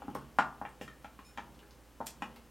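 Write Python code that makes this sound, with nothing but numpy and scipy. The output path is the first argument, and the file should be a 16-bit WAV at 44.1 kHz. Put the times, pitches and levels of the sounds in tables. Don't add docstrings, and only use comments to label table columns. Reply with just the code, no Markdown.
import sys
import numpy as np
from scipy import signal
from scipy.fft import rfft, irfft
from scipy.io import wavfile
from scipy.ndimage import uniform_filter1d

SR = 44100
rng = np.random.default_rng(int(sys.argv[2]) if len(sys.argv) > 2 else 0)


def int16_out(signal):
    q = np.round(np.clip(np.atleast_2d(signal).T, -1, 1) * 32767)
    wavfile.write(sys.argv[1], SR, q.astype(np.int16))


N = 110250
T = np.arange(N) / SR
HIT_T, ROOM_T = T[:int(.2 * SR)], T[:int(.7 * SR)]
CUTOFF_HZ = 16000

# pitch_hz, level_db
HUM_PARTIALS = [(59.5, -63), (120, -74.5)]
# frequency_hz, gain_db
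ROOM_TONE_EQ = [(20, -19), (35, 0), (50, -40), (70, 8), (100, -9.5), (160, -9), (300, -5.5), (600, -11.5),
                (1200, -11), (3000, -20.5), (8000, -23.5), (15500, -26.5)]
# time_s, level_db
STIR_LEVELS = [(0, -57.5), (.22, -62.5), (.33, -65), (.7, -65), (.98, -67.5), (1.12, -68), (1.25, -68.5),
               (1.45, -63.5), (1.64, -64.5), (1.85, -70.5), (2.1, -69.5), (2.3, -59.5), (2.5, -70.5)]
# frequency_hz, gain_db
DRAG_EQ = [(50, -23), (140, 8), (300, 3), (500, 4), (1000, -6), (1700, -16.5), (3000, -10.5), (7000, -63),
           (16000, -31)]
# frequency_hz, gain_db
CRACKLE_EQ = [(200, -18), (800, 4.5), (1500, -3), (2200, -13.5), (5000, -12), (8000, -16.5), (16000, -7)]
# start_s, board_db, thock_db, thock_hz, glass_db, glass_hz, glass_lowpass_hz,
# spoon_db, spoon_hz, tick_db
KNOCK_CUES = [(0.02, -73, -47, 838, -48.5, 880, 1140, -80, 2800, -65.5),
              (0.0485, -50, -82, 790, -90, 800, 900, -91, 2200, -88),
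              (0.0813, -37.5, -43.5, 814, -66, 790, 1200, -89, 2200, -79),
              (0.152, -46, -41.5, 518, -38.5, 1112, 1340, -59, 1840, -55),
              (0.3866, -35.5, -23.5, 856, -18, 896, 1840, -36, 2313, -39.5),
              (0.6143, -45, -39, 802, -38, 850, 1210, -51, 1820, -78),
              (0.6508, -57, -56, 744, -41, 803, 1620, -47, 2340, -82),
              (0.8117, -48, -45.5, 506, -48, 807, 1120, -50, 2384, -53.5),
              (0.8788, -53, -54, 1310, -60.5, 1240, 1800, -59.5, 3120, -61),
              (1.0448, -54.5, -48, 640, -44.5, 865, 1690, -55.5, 2350, -59),
              (1.1899, -55, -51, 1080, -62, 1082, 2200, -60, 2420, -64),
              (1.3746, -53, -50, 950, -45.5, 910, 2000, -43, 2316, -53),
              (1.383, -49, -42, 975, -58, 604, 1390, -46.5, 1590, -60),
              (2.004, -48, -35.5, 650, -39.5, 822, 970, -87, 1950, -73),
              (2.0118, -52.5, -44, 857, -43.5, 900, 1000, -67, 2000, -68),
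              (2.2210, -43, -37.5, 894, -36, 951, 1560, -41, 2464, -49),
              (2.3606, -65, -59.5, 890, -64, 936, 1500, -64.5, 2800, -75)]
# pitch_hz, gain_db, t60_s
BOARD_MODES = [(134, 3, 0.047), (209, -0.5, 0.078), (246, -9, 0.11), (270, -6, 0.12), (263, -4, 0.045),
               (340.2, -10, 0.17)]
# pitch_ratio, gain_db, t60_s
THOCK_MODES = [(1, 0, 0.014), (1.45, -3, 0.0068)]
# pitch_ratio, gain_db, t60_s
BOWL_MODES = [(.88, -7.5, 0.021), (1, 1.5, 0.029), (1.1, 7.5, 0.012), (1.3, -1.5, 0.025),
              (1.56, 4.5, 0.017), (1.8, 0.5, 0.01), (2.35, -6, 0.014)]
# pitch_ratio, gain_db, t60_s
SPOON_MODES = [(.76, 17.5, 0.015), (1, 11.5, 0.023), (1.18, 7.5, 0.019), (1.32, 8.5, 0.0091)]
# frequency_hz, gain_db
TICK_EQ = [(1500, 5), (3000, 7), (4000, -0.5), (6500, -2.5), (10000, -15), (16000, -22)]
# start_s, level_db, resonance_hz, resonance_db, t60_s
SMACK_CUES = [(0.1496, -49, 10200, 2, 0.017), (0.212, -59, 1200, 40, 0.024), (0.691, -66, 8000, 11, 0.016),
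              (0.817, -53.5, 6650, 6.5, 0.15), (1.545, -68.5, 4300, 12, 0.023),
              (1.592, -62, 2940, 25, 0.0096), (1.630, -61, 1420, 38, 0.059),
              (1.709, -63.5, 4800, 28, 0.0073), (2.0612, -53, 8200, 10, 0.013),
              (2.0663, -47, 7800, 6, 0.0041), (2.0690, -39, 1860, 8, 0.0074),
              (2.3611, -58, 9200, -7, 0.008)]
# frequency_hz, gain_db
SMACK_EQ = [(100, -28), (400, -33), (1000, -25), (1800, 10), (3500, 0.5), (7000, -1), (11000, -0.5),
            (16000, 3)]
# pitch_hz, level_db
SQUEAK_PARTIALS = [(2450, -70), (3763, -76), (5249, -66), (6955, -68.5), (8861, -71), (10987, -71)]
# band_hz, gain_db, t60_s
REVERB_BANDS = [(111, -4, 0.29), (264, 3, .36), (516, -5.5, 0.27), (1000, -3, 0.379), (2200, -0.5, 0.2),
                (5060, 0, 0.24), (12100, -5, .16), (15500, -32, .13)]
# delay_s, gain_db
ECHO_DELAYS_S = (.0037, .00978, .0196, .0375)
ECHO_GAINS_DB = (-8.5, -10.5, -13.5, -16.5)
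# pitch_hz, gain_db, t60_s
ROOM_MODES_HZ = (140, 231, 277)
ROOM_MODES_DB = (-53, -47.5, -55.5)
ROOM_MODES_T60_S = (.55, .35, .3)
# frequency_hz, left_minus_right_db
MIC_BALANCE = [(60, -5), (140, -4.5), (300, 1.5), (550, 1), (780, 2), (1100, 1.5), (8000, -0.04),
               (13000, 0)]
# frequency_hz, left_lead_rad
MIC_PHASE = [(500, 0.19), (1500, 0.076), (3000, 0), (5500, 0.19), (9000, 0.57), (12000, 0)]


def from_db(db):
    return 10 ** (np.asarray(db) / 20)


def at_hz(curve, hz):
    points_hz, values = np.transpose(curve)
    return np.interp(np.log(hz + 1e-9), np.log(points_hz), values)


def roll_off(x, order, hz, kind="low"):
    return signal.sosfilt(signal.butter(order, hz, kind, fs=SR, output="sos"), x)


def colour(x, eq):
    y = irfft(rfft(x) * from_db(at_hz(eq, np.fft.rfftfreq(len(x), 1 / SR))), len(x))
    return y / y.std()


def as_hit(x):
    return x / np.sqrt(np.sum(x ** 2) / (.01 * SR) + 1e-20)


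def add(track, start_s, x):
    i = int(start_s * SR)
    track[i:i + len(x)] += x[:N - i]


def room_tone(noise_db=-62, side_db=-38):
    mid, side = (colour(white, ROOM_TONE_EQ) for white in rng.standard_normal((2, N)))
    hum = sum(np.sqrt(2) * from_db(db) * np.sin(2 * np.pi * (hz * T + rng.random()))
              for hz, db in HUM_PARTIALS)
    return from_db(noise_db) * (mid + from_db(side_db) * side * [[1], [-1]]) + hum


def grains(per_s, spread_db):
    sizes = from_db(spread_db * np.minimum(rng.exponential(1, N), 4)) * rng.choice([-1, 1], N)
    return sizes * (rng.random(N) < per_s / SR)


def stirring():
    drag = colour(grains(per_s=2500, spread_db=.5), DRAG_EQ)
    crackle = colour(grains(per_s=92, spread_db=6), CRACKLE_EQ)
    fader = from_db(np.interp(T, *np.transpose(STIR_LEVELS)))
    return (drag + from_db(-12) * crackle) * fader


def struck(modes, pitch_scale=1, spread_db=2, attack_s=.00068):
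    offsets_db = rng.normal(0, spread_db, len(modes))
    ring = sum(from_db(db + offset - 60 * HIT_T / t60) * np.sin(2 * np.pi * hz * pitch_scale * HIT_T)
               for (hz, db, t60), offset in zip(modes, offsets_db))
    return ring * np.minimum(HIT_T / attack_s, 1)


def soft_blow(modes, pitch_hz):
    return roll_off(struck(modes, pitch_hz), 4, 1.696 * pitch_hz)


def burst(eq, t60_s):
    return as_hit(colour(rng.standard_normal(len(HIT_T)), eq) * from_db(-60 * HIT_T / t60_s))


def knocks(radiates_above_hz=548, low_cut_hz=134.3):
    out = np.zeros(N)
    for (start_s, board_db, thock_db, thock_hz, glass_db, glass_hz, glass_lowpass_hz,
         spoon_db, spoon_hz, tick_db) in KNOCK_CUES:
        glass = roll_off(struck(BOWL_MODES, glass_hz), 2, radiates_above_hz, "high")
        layers = [(board_db, struck(BOARD_MODES)),
                  (thock_db, soft_blow(THOCK_MODES, thock_hz)),
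                  (glass_db, roll_off(glass, 3, glass_lowpass_hz)),
                  (spoon_db, soft_blow(SPOON_MODES, spoon_hz)),
                  (tick_db, burst(TICK_EQ, t60_s=.028))]
        for db, layer in layers:
            add(out, start_s, from_db(db) * as_hit(layer))
    return roll_off(out, 4, low_cut_hz, "high")


def smacks(width_octaves=.33):
    out = np.zeros(N)
    hz = np.geomspace(100, CUTOFF_HZ, 60)
    for start_s, level_db, resonance_hz, resonance_db, t60_s in SMACK_CUES:
        bell = np.exp(-.5 * (np.log2(hz / resonance_hz) / width_octaves) ** 2)
        eq_db = at_hz(SMACK_EQ, hz) + resonance_db * bell
        add(out, start_s, from_db(level_db) * burst(np.transpose([hz, eq_db]), t60_s))
    return out


def squelch(start_s=.8755, level_db=-46.5, pitch_hz=1864, sag_hz_per_s=3500, attack_s=.006, t60_s=.11):
    out = np.zeros(N)
    envelope = np.minimum(HIT_T / attack_s, 1) * from_db(level_db - 60 * HIT_T / t60_s)
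    phase = 2 * np.pi * np.cumsum(pitch_hz - sag_hz_per_s * HIT_T) / SR
    add(out, start_s, np.sqrt(2) * envelope * np.sin(phase))
    return out


def squeak(start_s=1.243, attack_s=.009, release_s=.099, pitch_wobble=.016):
    envelope = np.interp(T - start_s, [0, attack_s, attack_s + release_s], [0, 1, 0])
    jitter = uniform_filter1d(rng.standard_normal((len(SQUEAK_PARTIALS) + 1, N)), size=200)
    *flutters, drift = jitter / jitter.std()
    warped_s = np.cumsum(1 + pitch_wobble * drift) / SR
    return envelope * sum(from_db(db) * (1 + .5 * flutter) * np.sin(2 * np.pi * hz * warped_s)
                          for (hz, db), flutter in zip(SQUEAK_PARTIALS, flutters))


def reflections(t60_s, onset_s=.0052, block=512):
    phases = rng.random((len(ROOM_T) // block + 1, block // 2 + 1))
    wash = irfft(np.exp(2j * np.pi * phases), block).ravel()[:len(ROOM_T)]
    wash *= from_db(-60 * ROOM_T / t60_s) * np.clip(ROOM_T / onset_s - .5, 0, 1)
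    return wash / np.linalg.norm(wash)


def room_tail():
    hz, spectrum = np.fft.rfftfreq(len(ROOM_T), 1 / SR), 0
    for band_hz, db, t60_s in REVERB_BANDS:
        share = at_hz([(centre, centre == band_hz) for centre, _, _ in REVERB_BANDS], hz)
        spectrum += from_db(db) * np.sqrt(share) * rfft(reflections(t60_s))
    fade = np.minimum(1, 2 - 2 * ROOM_T / ROOM_T[-1]) ** 2
    scatter = from_db(-7) * reflections(t60_s=.038)
    return irfft(spectrum, len(ROOM_T)) * fade + scatter


def kitchen(x):
    response = room_tail()
    response[0] += 1
    for delay_s, db in zip(ECHO_DELAYS_S, ECHO_GAINS_DB):
        response[int(delay_s * SR)] += from_db(db)
    for hz, db, t60_s in zip(ROOM_MODES_HZ, ROOM_MODES_DB, ROOM_MODES_T60_S):
        response += from_db(db - 60 * ROOM_T / t60_s) * np.cos(2 * np.pi * hz * ROOM_T)
    return signal.fftconvolve(x, response)[:N] / np.sqrt(1 + np.sum(from_db(ECHO_GAINS_DB) ** 2))


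def scene():
    foley = stirring() + knocks() + smacks() + squelch() + squeak()
    return kitchen(roll_off(foley, order=2, hz=14000)) + room_tone()


def record(dry):
    hz, sides = np.fft.rfftfreq(2 * N, 1 / SR), np.array([[.5], [-.5]])
    pair = from_db(sides * at_hz(MIC_BALANCE, hz)) * np.exp(1j * sides * at_hz(MIC_PHASE, hz))
    stereo = irfft(rfft(dry, 2 * N) * pair)[:, :N]
    return signal.sosfilt(signal.ellip(10, .1, 70, CUTOFF_HZ, fs=SR, output="sos"), stereo)


dry = scene()
out = record(dry)
int16_out(out)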